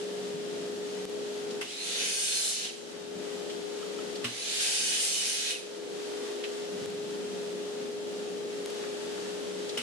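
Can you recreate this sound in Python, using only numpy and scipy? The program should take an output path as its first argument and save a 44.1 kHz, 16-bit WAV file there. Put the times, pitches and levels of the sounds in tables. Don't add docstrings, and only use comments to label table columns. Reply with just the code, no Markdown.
import sys
import numpy as np
from scipy import signal
from scipy.fft import rfft, irfft, next_fast_len
from scipy.io import wavfile
from scipy.ndimage import uniform_filter1d

SR = 44100
rng = np.random.default_rng(int(sys.argv[2]) if len(sys.argv) > 2 else 0)


def to_wav(s):
    ch = np.atleast_2d(s).T
    pcm = np.round(np.clip(ch, -1, 1) * 32767)
    wavfile.write(sys.argv[1], SR, pcm.astype(np.int16))


N = 433062


def from_db(db):
    return 10 ** (np.asarray(db) / 20)


def rms_one(x):
    return x / np.sqrt(np.mean(x ** 2) + 1e-20)


def curve(points, t):
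    return np.interp(t, *np.transpose(points))


def at_hz(points, hz):
    known_hz, values = np.transpose(points)
    return np.interp(np.log(hz), np.log(known_hz), values)


def panned(db):
    return from_db(np.multiply.outer([.5, -.5], db))


def white(size):
    return rng.standard_normal((2, size))


def drift(rate, size=N):
    knots = rng.standard_normal(int(size * rate / SR) + 3)
    return np.interp(np.arange(size) * rate / SR, np.arange(len(knots)), knots)


def resonance(x, hz, width_hz):
    r = np.exp(-np.pi * width_hz / SR)
    gain = (1 - r * r) / 2
    return signal.lfilter([gain, 0, -gain], [1, -2 * r * np.cos(2 * np.pi * hz / SR), r * r], x)


def add(out, start_s, sound):
    i = round(start_s * SR)
    out[:, i:i + sound.shape[-1]] += sound[..., :N - i]


def echoed(x, gain, count, lag_samples=1882, fade=.5):
    return x + gain * sum(fade ** k * np.roll(x, lag_samples * (k + 1), axis=1) for k in range(count))


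# (frequency [Hz], likeness [0 to 1])
LEFT_RIGHT_LIKENESS = [(60, 0.23), (130, 0.066), (300, 0.038), (600, 0.1), (1300, 0.007)]
def coloured(spectrum, size=N, grain_db=0.):
    padded = next_fast_len(size)
    noise = white(padded) * from_db(grain_db * white(padded))
    hz = np.maximum(np.arange(padded // 2 + 1) * SR / padded, 1)
    mid, side = rfft(noise) * from_db(at_hz(spectrum, hz))
    alike = at_hz(LEFT_RIGHT_LIKENESS, hz)
    pair = np.sqrt(1 + alike) * mid + np.sqrt(1 - alike) * side * [[1], [-1]]
    return rms_one(irfft(pair, padded)[:, :size])


# (pitch [Hz], width [Hz], level [dB])
DRONE_PEAKS = [(268, 16, -62), (351, 9, -62), (490, 12, -60), (595, 14, -66), (700, 12, -68),
               (746, 12, -71), (863, 12, -70)]
# (frequency [Hz], relative level [dB])
RUMBLE_COLOUR = [(15, -65), (25, -48), (97, -13.5), (144, -10), (188, 2), (231, -1.5), (260, 0), (340, -34),
                 (570, -120)]
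# (time [s], level [dB])
RUMBLE_OVER_TIME = [(0, -55), (.27, -48), (1.0, -52), (3.15, -50.5), (3.78, -56), (4.1, -49.5), (5.9, -55),
                    (6.45, -62), (6.75, -47.5), (7.6, -51.5), (9.82, -51.5)]
def drone_rumble():
    noise = white(N)
    hums = sum(from_db(db + 2.5 * drift(2.5)) * rms_one(resonance(noise, hz, width))
               for hz, width, db in DRONE_PEAKS)
    lowest_hum = from_db(-6) * rms_one(resonance(noise[0], hz=190, width_hz=7.2))
    rumble_db = curve(RUMBLE_OVER_TIME, np.arange(N) / SR) + .6 * drift(8)
    return hums + from_db(rumble_db) * (coloured(RUMBLE_COLOUR) + lowest_hum)


# (frequency [Hz], relative level [dB])
AIR_COLOUR = [(70, -60), (150, -49), (240, -3.5), (350, -2), (415, -5), (480, 0), (620, -8.5), (850, -17),
              (1100, -40)]
def airflow():
    loudness = from_db(-43 + .4 * drift(9))
    return loudness * echoed(coloured(AIR_COLOUR), gain=.25, count=2) * panned(1.5)[:, None]


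# (frequency [Hz], relative level [dB])
HISS_COLOUR = [(470, -6), (800, -10), (870, -3), (980, -9.5), (1200, -6.5), (1960, -7.5), (2130, -10),
               (3200, -6), (7560, -12.5), (11800, -22.5), (13900, -47)]
def duct_hiss():
    whistle = from_db(-20 + 3 * drift(3)) * rms_one(resonance(white(N), hz=3120, width_hz=70))
    flicker = from_db(.92 * drift(11))
    hiss = coloured([(200, -60)] + HISS_COLOUR, grain_db=3.)
    return flicker * (hiss + whistle) * panned(1.4)[:, None]


def drone_sink(start_db=13, run_db=6.5, db_per_drag_hz=.0083, smooth_s=.032, swell_db_per_s=16.5):
    push_db = np.zeros(N)
    for span, since, hz, drag, braking in saw_motion():
        running_db = (run_db + db_per_drag_hz * drag) * ~braking
        push_db[span] = np.where(since < 2 * smooth_s, start_db, running_db)
    swell_db = swell_db_per_s * np.arange(N) / SR
    held_db = np.maximum.accumulate(push_db + swell_db) - swell_db
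    r = np.exp(-1 / (smooth_s * SR))
    return signal.lfilter([1 - r], [1, -r], held_db)


# (start [s], fan tone [dB], left over right [dB], lag of the left side [radians], hiss [dB])
DRONE_STEPS = [(0, -32.5, 2, 0.02, -45), (2.25, -36, 10, .5, -44), (4.9, -33, 3, 0.92, -44),
               (6.86, -32.5, 2, 0.02, -45.5), (8.66, -33, 4, 0.96, -43.5)]
def extractor(fan_hz=413.6):
    t, sink_db = np.arange(N) / SR, drone_sink()
    step_s, *columns = np.transpose(DRONE_STEPS)
    step = np.searchsorted(step_s, t, "right") - 1
    tone_db, pan_db, lag, hiss_db = (uniform_filter1d(c[step], size=1000) for c in columns)
    phase = 2 * np.pi * np.cumsum(fan_hz + .12 * drift(6)) / SR
    tone = from_db(tone_db - sink_db + .3 * drift(4)) * panned(pan_db) * np.sin([phase - lag, phase])
    rumble = from_db(-.8 * sink_db) * drone_rumble()
    air = from_db(-.7 * sink_db) * airflow()
    hiss = from_db(hiss_db - .75 * sink_db) * duct_hiss()
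    dips_db = sum(dip_db * (t > s) * np.exp(-np.abs(t - s) / .025) for s, _, dip_db in SHARP_TICKS)
    return from_db(dips_db) * (tone + rumble + air + hiss)


# (time [s], level [dB], dip of the drone [dB])
SHARP_TICKS = [(1.0539, -22, -12), (6.8597, -20.5, -4), (8.6605, -17, -2)]
def ticks():
    out = np.zeros((2, N))
    for s, level_db, _ in SHARP_TICKS:
        add(out, s, from_db(level_db) * np.array([[.7, .9, .3]]))
    return out


# (time [s], peak level [dB], pitch [Hz], time to fade by 60 dB [s])
BENCH_THUMPS = [(0.331, -38, 183, 0.22), (3.151, -39.5, 189, 0.18), (6.73, -38, 190, 0.18),
                (6.8, -38.5, 169, 0.13), (6.855, -52, 90, .05)]
def thumps():
    out, t = np.zeros((2, N)), np.arange(round(.3 * SR)) / SR
    for s, peak_db, hz, fade_s in BENCH_THUMPS:
        push = rng.standard_normal(len(t)) * np.minimum(t / .0087, 1) * from_db(-60 * t / fade_s)
        blow = resonance(resonance(push, hz, .32 * hz), hz, .63 * hz)
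        add(out, s, from_db(peak_db) * blow / np.abs(blow).max())
    return out


# (time [s], peak level [dB], pitch [Hz], time to fade by 60 dB [s])
HANDLING_KNOCKS = [(1.5045, -34, 3980, 0.08), (3.4965, -31, 2970, 0.1), (4.016, -36, 2600, .05),
                   (4.1533, -29.5, 3600, 0.07), (6.4357, -26.5, 2540, 0.096), (8.8332, -35, 1500, 0.073),
                   (9.1737, -40, 1200, 0.07), (9.69, -28, 3670, 0.079)]
def knocks():
    out, t = np.zeros((2, N)), np.arange(round(.15 * SR)) / SR
    for s, peak_db, hz, fade_s in HANDLING_KNOCKS:
        width_hz = 250 + hz ** 2 / 6000
        burst = white(len(t)) * np.minimum(t / .0053, 1) * from_db(-60 * t / fade_s)
        blow = resonance(resonance(burst, hz, width_hz), hz, 2 * width_hz)
        add(out, s, from_db(peak_db) * blow / np.abs(blow).max())
    return out


# (pitch [Hz], relative level [dB], time to fade by 60 dB [s])
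BOARD_NOTES = [(1297, 0, .035), (2439, -12, .03), (3068, -4, .035), (4840, -12, .02)]
# (time [s], level [dB])
BOARD_TAPS = [(3.828, -35.5), (3.9875, -31)]
def taps():
    out, t = np.zeros((2, N)), np.arange(round(.15 * SR)) / SR
    for s, level_db in BOARD_TAPS:
        tap = np.zeros((2, len(t)))
        for hz, db, fade_s in BOARD_NOTES:
            loudness = from_db(db - 60 * t / fade_s + rng.normal(0, 2, (2, 1)))
            tap += loudness * np.sin(2 * np.pi * hz * t + rng.uniform(0, 2, (2, 1)))
        add(out, s, from_db(level_db) * np.minimum(t / .003, 1) * tap)
    return out


GEARCASE_RING_HZ, GEARCASE_WIDTH_HZ = 2900, 110
# (time [s], peak level [dB])
TRIGGER_RELEASES = [(2.64, -40), (5.5018, -25.5)]
def trigger_snaps():
    out, t = np.zeros((2, N)), np.arange(round(.15 * SR)) / SR
    for s, peak_db in TRIGGER_RELEASES:
        snap = white(len(t)) * np.minimum(t / .004, 1) * np.exp(-t / .02)
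        ring = resonance(snap, GEARCASE_RING_HZ, GEARCASE_WIDTH_HZ) + .04 * snap
        add(out, s, from_db(peak_db) * ring / np.abs(ring).max())
    return out


# (start [s], brake [s], clunk [dB], mains buzz [dB], buzz an octave up [dB],
# gearcase ring within the clunk [dB], boost of roar and rasp [dB], brake jolt [dB], brake squeal [dB],
# cutting whine [dB], idle whine [dB], unevenness of the whine [factor])
SAW_RUNS = [(1.61, 2.652, -22, -62, -58, -6, -1, -48, -51, -43, -44.5, .7),
            (4.2416, 5.507, -19, -39, -35.5, -1, .5, -41, -44, -45, -47, 1.1),
            (9.7727, 10.5, -19.5, -54, -38, 1, 0, -40, -40, -38, -44, 1.1)]
# (time [s], drag [Hz])
WOOD_DRAG = [(1.99, 1), (2.055, 640), (2.41, 900), (2.45, 760), (2.52, 650), (2.59, 380), (2.66, 1.5),
             (4.595, 0), (4.615, 620), (4.65, 360), (4.75, 380), (4.85, 620), (4.97, 680), (5.29, 680),
             (5.36, 329), (5.52, 199), (5.55, 0)]
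def saw_motion(kick_hz=1757, free_hz=4910, trail_hz=900, spin_s=.145, brake_lag_s=.075, coast_s=.28):
    r = np.exp(-1 / (spin_s * SR))
    for start, brake, *_ in SAW_RUNS:
        first, end = round(start * SR), min(round((brake + coast_s) * SR), N)
        t = np.arange(first, end) / SR
        drag, braking = curve(WOOD_DRAG, t), t > brake
        hz = signal.lfilter([1 - r], [1, -r], free_hz - drag, zi=[kick_hz])[0]
        last_hz = hz[~braking][-1]
        hz[braking] = trail_hz + (last_hz - trail_hz) * np.exp((brake - t[braking]) / brake_lag_s)
        yield slice(first, end), t - start, hz, drag, braking


# (pitch [Hz], width [Hz], relative level [dB])
GEARCASE_NOTES = [(1420, 560, -6.5), (2110, 360, -3.5), (2650, 300, 0), (4950, 560, -11), (7900, 1100, -16)]
def saw_starts(mains_buzz_hz=120):
    out, t = np.zeros((2, N)), np.arange(round(.3 * SR)) / SR
    phase = 2 * np.pi * mains_buzz_hz * t
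    for start, _, clunk_db, buzz_db, octave_db, ring_db, *_ in SAW_RUNS:
        rattle = white(len(t)) * np.minimum(t / .005, 1) * (np.exp(-t / .012) + .55 * np.exp(-t / .045))
        clunk = sum(from_db(db) * resonance(rattle, hz, width) for hz, width, db in GEARCASE_NOTES)
        clunk += from_db(ring_db) * 1.84 * resonance(rattle, GEARCASE_RING_HZ, GEARCASE_WIDTH_HZ)
        buzz = from_db(buzz_db) * np.sin(phase) + from_db(octave_db) * np.sin(2 * phase)
        surge = buzz * np.minimum(t / .012, 1) * np.exp(-t / .045)
        add(out, start, from_db(clunk_db) * clunk + surge)
    return out


def patchy(x, wobble_db=1.5):
    size = x.shape[1]
    padded, edges = next_fast_len(size), np.r_[0, np.geomspace(1400, 11000, num=10), SR]
    spectrum, hz = rfft(x, padded), np.arange(padded // 2 + 1) * SR / padded
    bands = (irfft(spectrum * (hz >= low) * (hz < high), padded) for low, high in zip(edges, edges[1:]))
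    return sum(from_db(wobble_db * drift(13, size)) * band[:, :size] for band in bands)


FULL_DRAG_HZ, BITE_DRAG_HZ = 800, 100
# (frequency [Hz], relative level [dB])
RASP_COLOUR = [(880, -32), (1500, -24), (2910, -6), (3430, -6), (4050, -10), (4520, -4.5), (6350, -2),
               (10700, -1), (13500, -27.5)]
def wood_rasp(level_db, drag, split_hz=6000):
    size = len(drag)
    torn = coloured(RASP_COLOUR, size, grain_db=2.5)
    dull = signal.sosfilt(signal.butter(4, split_hz, fs=SR, output="sos"), torn)
    bright = signal.sosfilt(signal.butter(4, split_hz, "high", fs=SR, output="sos"), torn)
    layers_db = level_db + 1.3 * drift(19.02, size)
    dull_db = layers_db + 1.1 * drift(15.67, size)
    bright_db = layers_db + .005 * (drag - FULL_DRAG_HZ + 150) + 1.7 * drift(16.1, size)
    return from_db(dull_db) * dull + from_db(bright_db) * bright


def low_blade_ring(since_bite, drag):
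    struck = from_db(-47) * np.exp(-since_bite / .13) * (drag > BITE_DRAG_HZ)
    held = from_db(-60) * drag / FULL_DRAG_HZ
    flicker = from_db(4 * drift(22, len(drag)))
    return (struck + held) * flicker * rms_one(resonance(white(len(drag)), hz=1580, width_hz=30))


# (pitch [Hz], relative level [dB], time to fade by 60 dB [s])
BLADE_NOTES = [(2536, -7, 0.058), (2640, -10, .04), (2956, 0, 0.07), (3150, -6, .03), (3604, -2.5, 0.036),
               (3726, -8, .05), (4250, -6, .07), (4980, -8, .5), (4910, -1, 0.03), (5420, -9, .05),
               (5670, -7, .03), (6170, -4, .06), (6300, -5, .05), (6445, -5.5, 0.055), (6720, -9, .04),
               (7100, -9, .04), (7600, -15, 0.089)]
def blade_ring(low_shake, high_shake, split_hz=5500):
    out = np.zeros((2, N))
    for hz, level_db, fade_s in BLADE_NOTES:
        width_hz = np.log(1000) / np.pi / fade_s
        loudness = from_db(level_db + 2 * drift(20) + 3 * drift(7) - .6)
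        make_up = np.sqrt(SR / np.pi / width_hz)
        shake = high_shake if hz > split_hz else low_shake
        out += loudness * make_up * resonance(shake + 1e-18, hz, width_hz)
    return out


# (frequency [Hz], relative level [dB])
ROAR_COLOUR = [(290, -44), (500, -10), (726, -8), (1050, -17), (1630, -7), (2600, -1), (4030, 2),
               (5260, -3.5), (8610, -8), (11000, -13), (13500, -35), (22000, -120)]
# (teeth per second [Hz], level [dB])
ROAR_LEVELS = [(600, -62), (1500, -54), (2850, -44.5), (4100, -38), (4500, -34.5), (4750, -32)]
# (teeth per second [Hz], level [dB])
SWISH_LEVELS = [(700, -70), (2850, -55), (4050, -44.5), (4750, -36)]
def saw_noise(inrush_db=10, brake_db=3, cut_db=-34):
    out, low_shake, high_shake = np.zeros((3, 2, N))
    for (span, since, hz, drag, braking), run in zip(saw_motion(), SAW_RUNS):
        start, brake, *_, boost_db, jolt_db = run[:8]
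        size, cutting = len(hz), drag > BITE_DRAG_HZ
        since_bite = np.abs(since - since[np.argmax(cutting)])
        out[:, span] += low_blade_ring(since_bite, drag)
        jolt = from_db(jolt_db) * braking * np.exp(-np.abs(start + since - brake) / .03) * white(size)
        bite = from_db(-41.5) * cutting * np.exp(-since_bite / .16) * white(size)
        roar_db = boost_db + at_hz(ROAR_LEVELS, hz) + inrush_db * np.exp(-since / .04) + brake_db * braking
        swish = from_db(at_hz(SWISH_LEVELS, hz))
        tearing = from_db(cut_db) * np.abs(drag / FULL_DRAG_HZ) ** .55
        rasp_db = boost_db + 20 * np.log10(np.hypot(swish, tearing))
        roar = from_db(roar_db + 1.3 * drift(18, size)) * coloured(ROAR_COLOUR, size, grain_db=2.5)
        out[:, span] += panned(-.9)[:, None] * patchy(roar + wood_rasp(rasp_db, drag))
        low_shake[:, span] += jolt + bite + from_db(.31 * roar_db + .7 * rasp_db - 9) * white(size)
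        high_shake[:, span] += from_db(rasp_db - 8) * white(size)
    return out + blade_ring(low_shake, high_shake)


# (pitch [Hz], half width [Hz], boost when braking [dB])
GUARD_BOOMS = [(2900, 220, 13), (3900, 260, 13)]
# (teeth per second [Hz], level [dB])
CONTACT_LEVELS = [(900, -72), (1100, -60), (1500, -56), (2000, -53), (2300, -58), (2500, -84)]
# (time [s], level [dB])
OCTAVE_OVER_TIME = [(2.04, -58), (2.09, -38.5), (2.38, -39), (2.45, -58), (4.6, -58), (4.64, -37.5),
                    (5.1, -37.5), (5.17, -42), (5.33, -43), (5.4, -58)]
def saw_whine(sing_drag_hz=445, hush_hz=2600, contacts_per_tooth=5, gear_per_tooth=.63):
    out = np.zeros((2, N))
    for (span, since, hz, drag, braking), run in zip(saw_motion(), SAW_RUNS):
        start, *_, squeal_db, cutting_db, idle_db, uneven = run
        size, singing = len(hz), np.clip(drag / sing_drag_hz, 0, 1) ** 2
        free_db = idle_db - .0035 * (4910 - hz)
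        running_db = cutting_db * singing + free_db * (1 - singing)
        tooth_db = np.where(braking, squeal_db - .1 * np.maximum(hush_hz - hz, 0), running_db)
        hz_per_s = uniform_filter1d(np.gradient(hz) * SR, size=900)
        rough = np.clip(np.abs(hz_per_s) / 8500, 0, 1) ** 2
        pitch_wobble = (.0018 * uneven + .025 * rough) * drift(150, size)
        phase = 2 * np.pi * np.cumsum(hz * (1 + pitch_wobble)) / SR
        guard_db = sum(db / (1 + ((hz - centre) / width) ** 2) for centre, width, db in GUARD_BOOMS)
        octave_db = curve(OCTAVE_OVER_TIME, start + since) - 15 * braking
        contacts_db = np.where(hz_per_s < 0, at_hz(CONTACT_LEVELS, hz), -120)
        gear_db = tooth_db - 20 + 17 * rough * (hz_per_s > 0)
        tones = [(1, tooth_db + np.where(braking, 1, .7) * guard_db), (2, octave_db), (3, octave_db - 19),
                 (contacts_per_tooth, contacts_db), (gear_per_tooth, gear_db)]
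        side_phase = .7 * drift(11.37, size)
        for multiple, level_db in tones:
            flutter_db = 1.8 * np.array([drift(39.4, size), drift(42., size)])
            flutter_db += (multiple == 1) * uneven * 2.5 * drift(16, size)
            smear = np.clip(.6 * uneven / multiple ** 2 + rough, 0, np.where(braking, .3, .7))
            chatter = np.sqrt(1 - smear) + np.sqrt(smear) * drift(260, size)
            tone = np.sin([multiple * phase, multiple * (phase + side_phase)])
            out[:, span] += from_db(level_db + np.where(braking, .4, 1) * flutter_db) * chatter * tone
    return out


def scene():
    steady = echoed(extractor() + saw_noise(), gain=.35, count=4) / 1.08
    blows = echoed(saw_starts() + knocks() + taps() + trigger_snaps() + thumps(), gain=.086, count=1)
    return steady + blows + echoed(ticks(), gain=.55, count=2) + saw_whine()


def record(dry, bass_hz=38, treble_hz=12250, cutoff_hz=14000):
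    heard = signal.sosfilt(signal.butter(2, bass_hz, "high", fs=SR, output="sos"), dry)
    heard = signal.sosfilt(signal.butter(4, treble_hz, fs=SR, output="sos"), heard)
    return signal.sosfilt(signal.cheby2(24, 70, cutoff_hz, fs=SR, output="sos"), heard)


dry = scene()
out = record(dry)
to_wav(out)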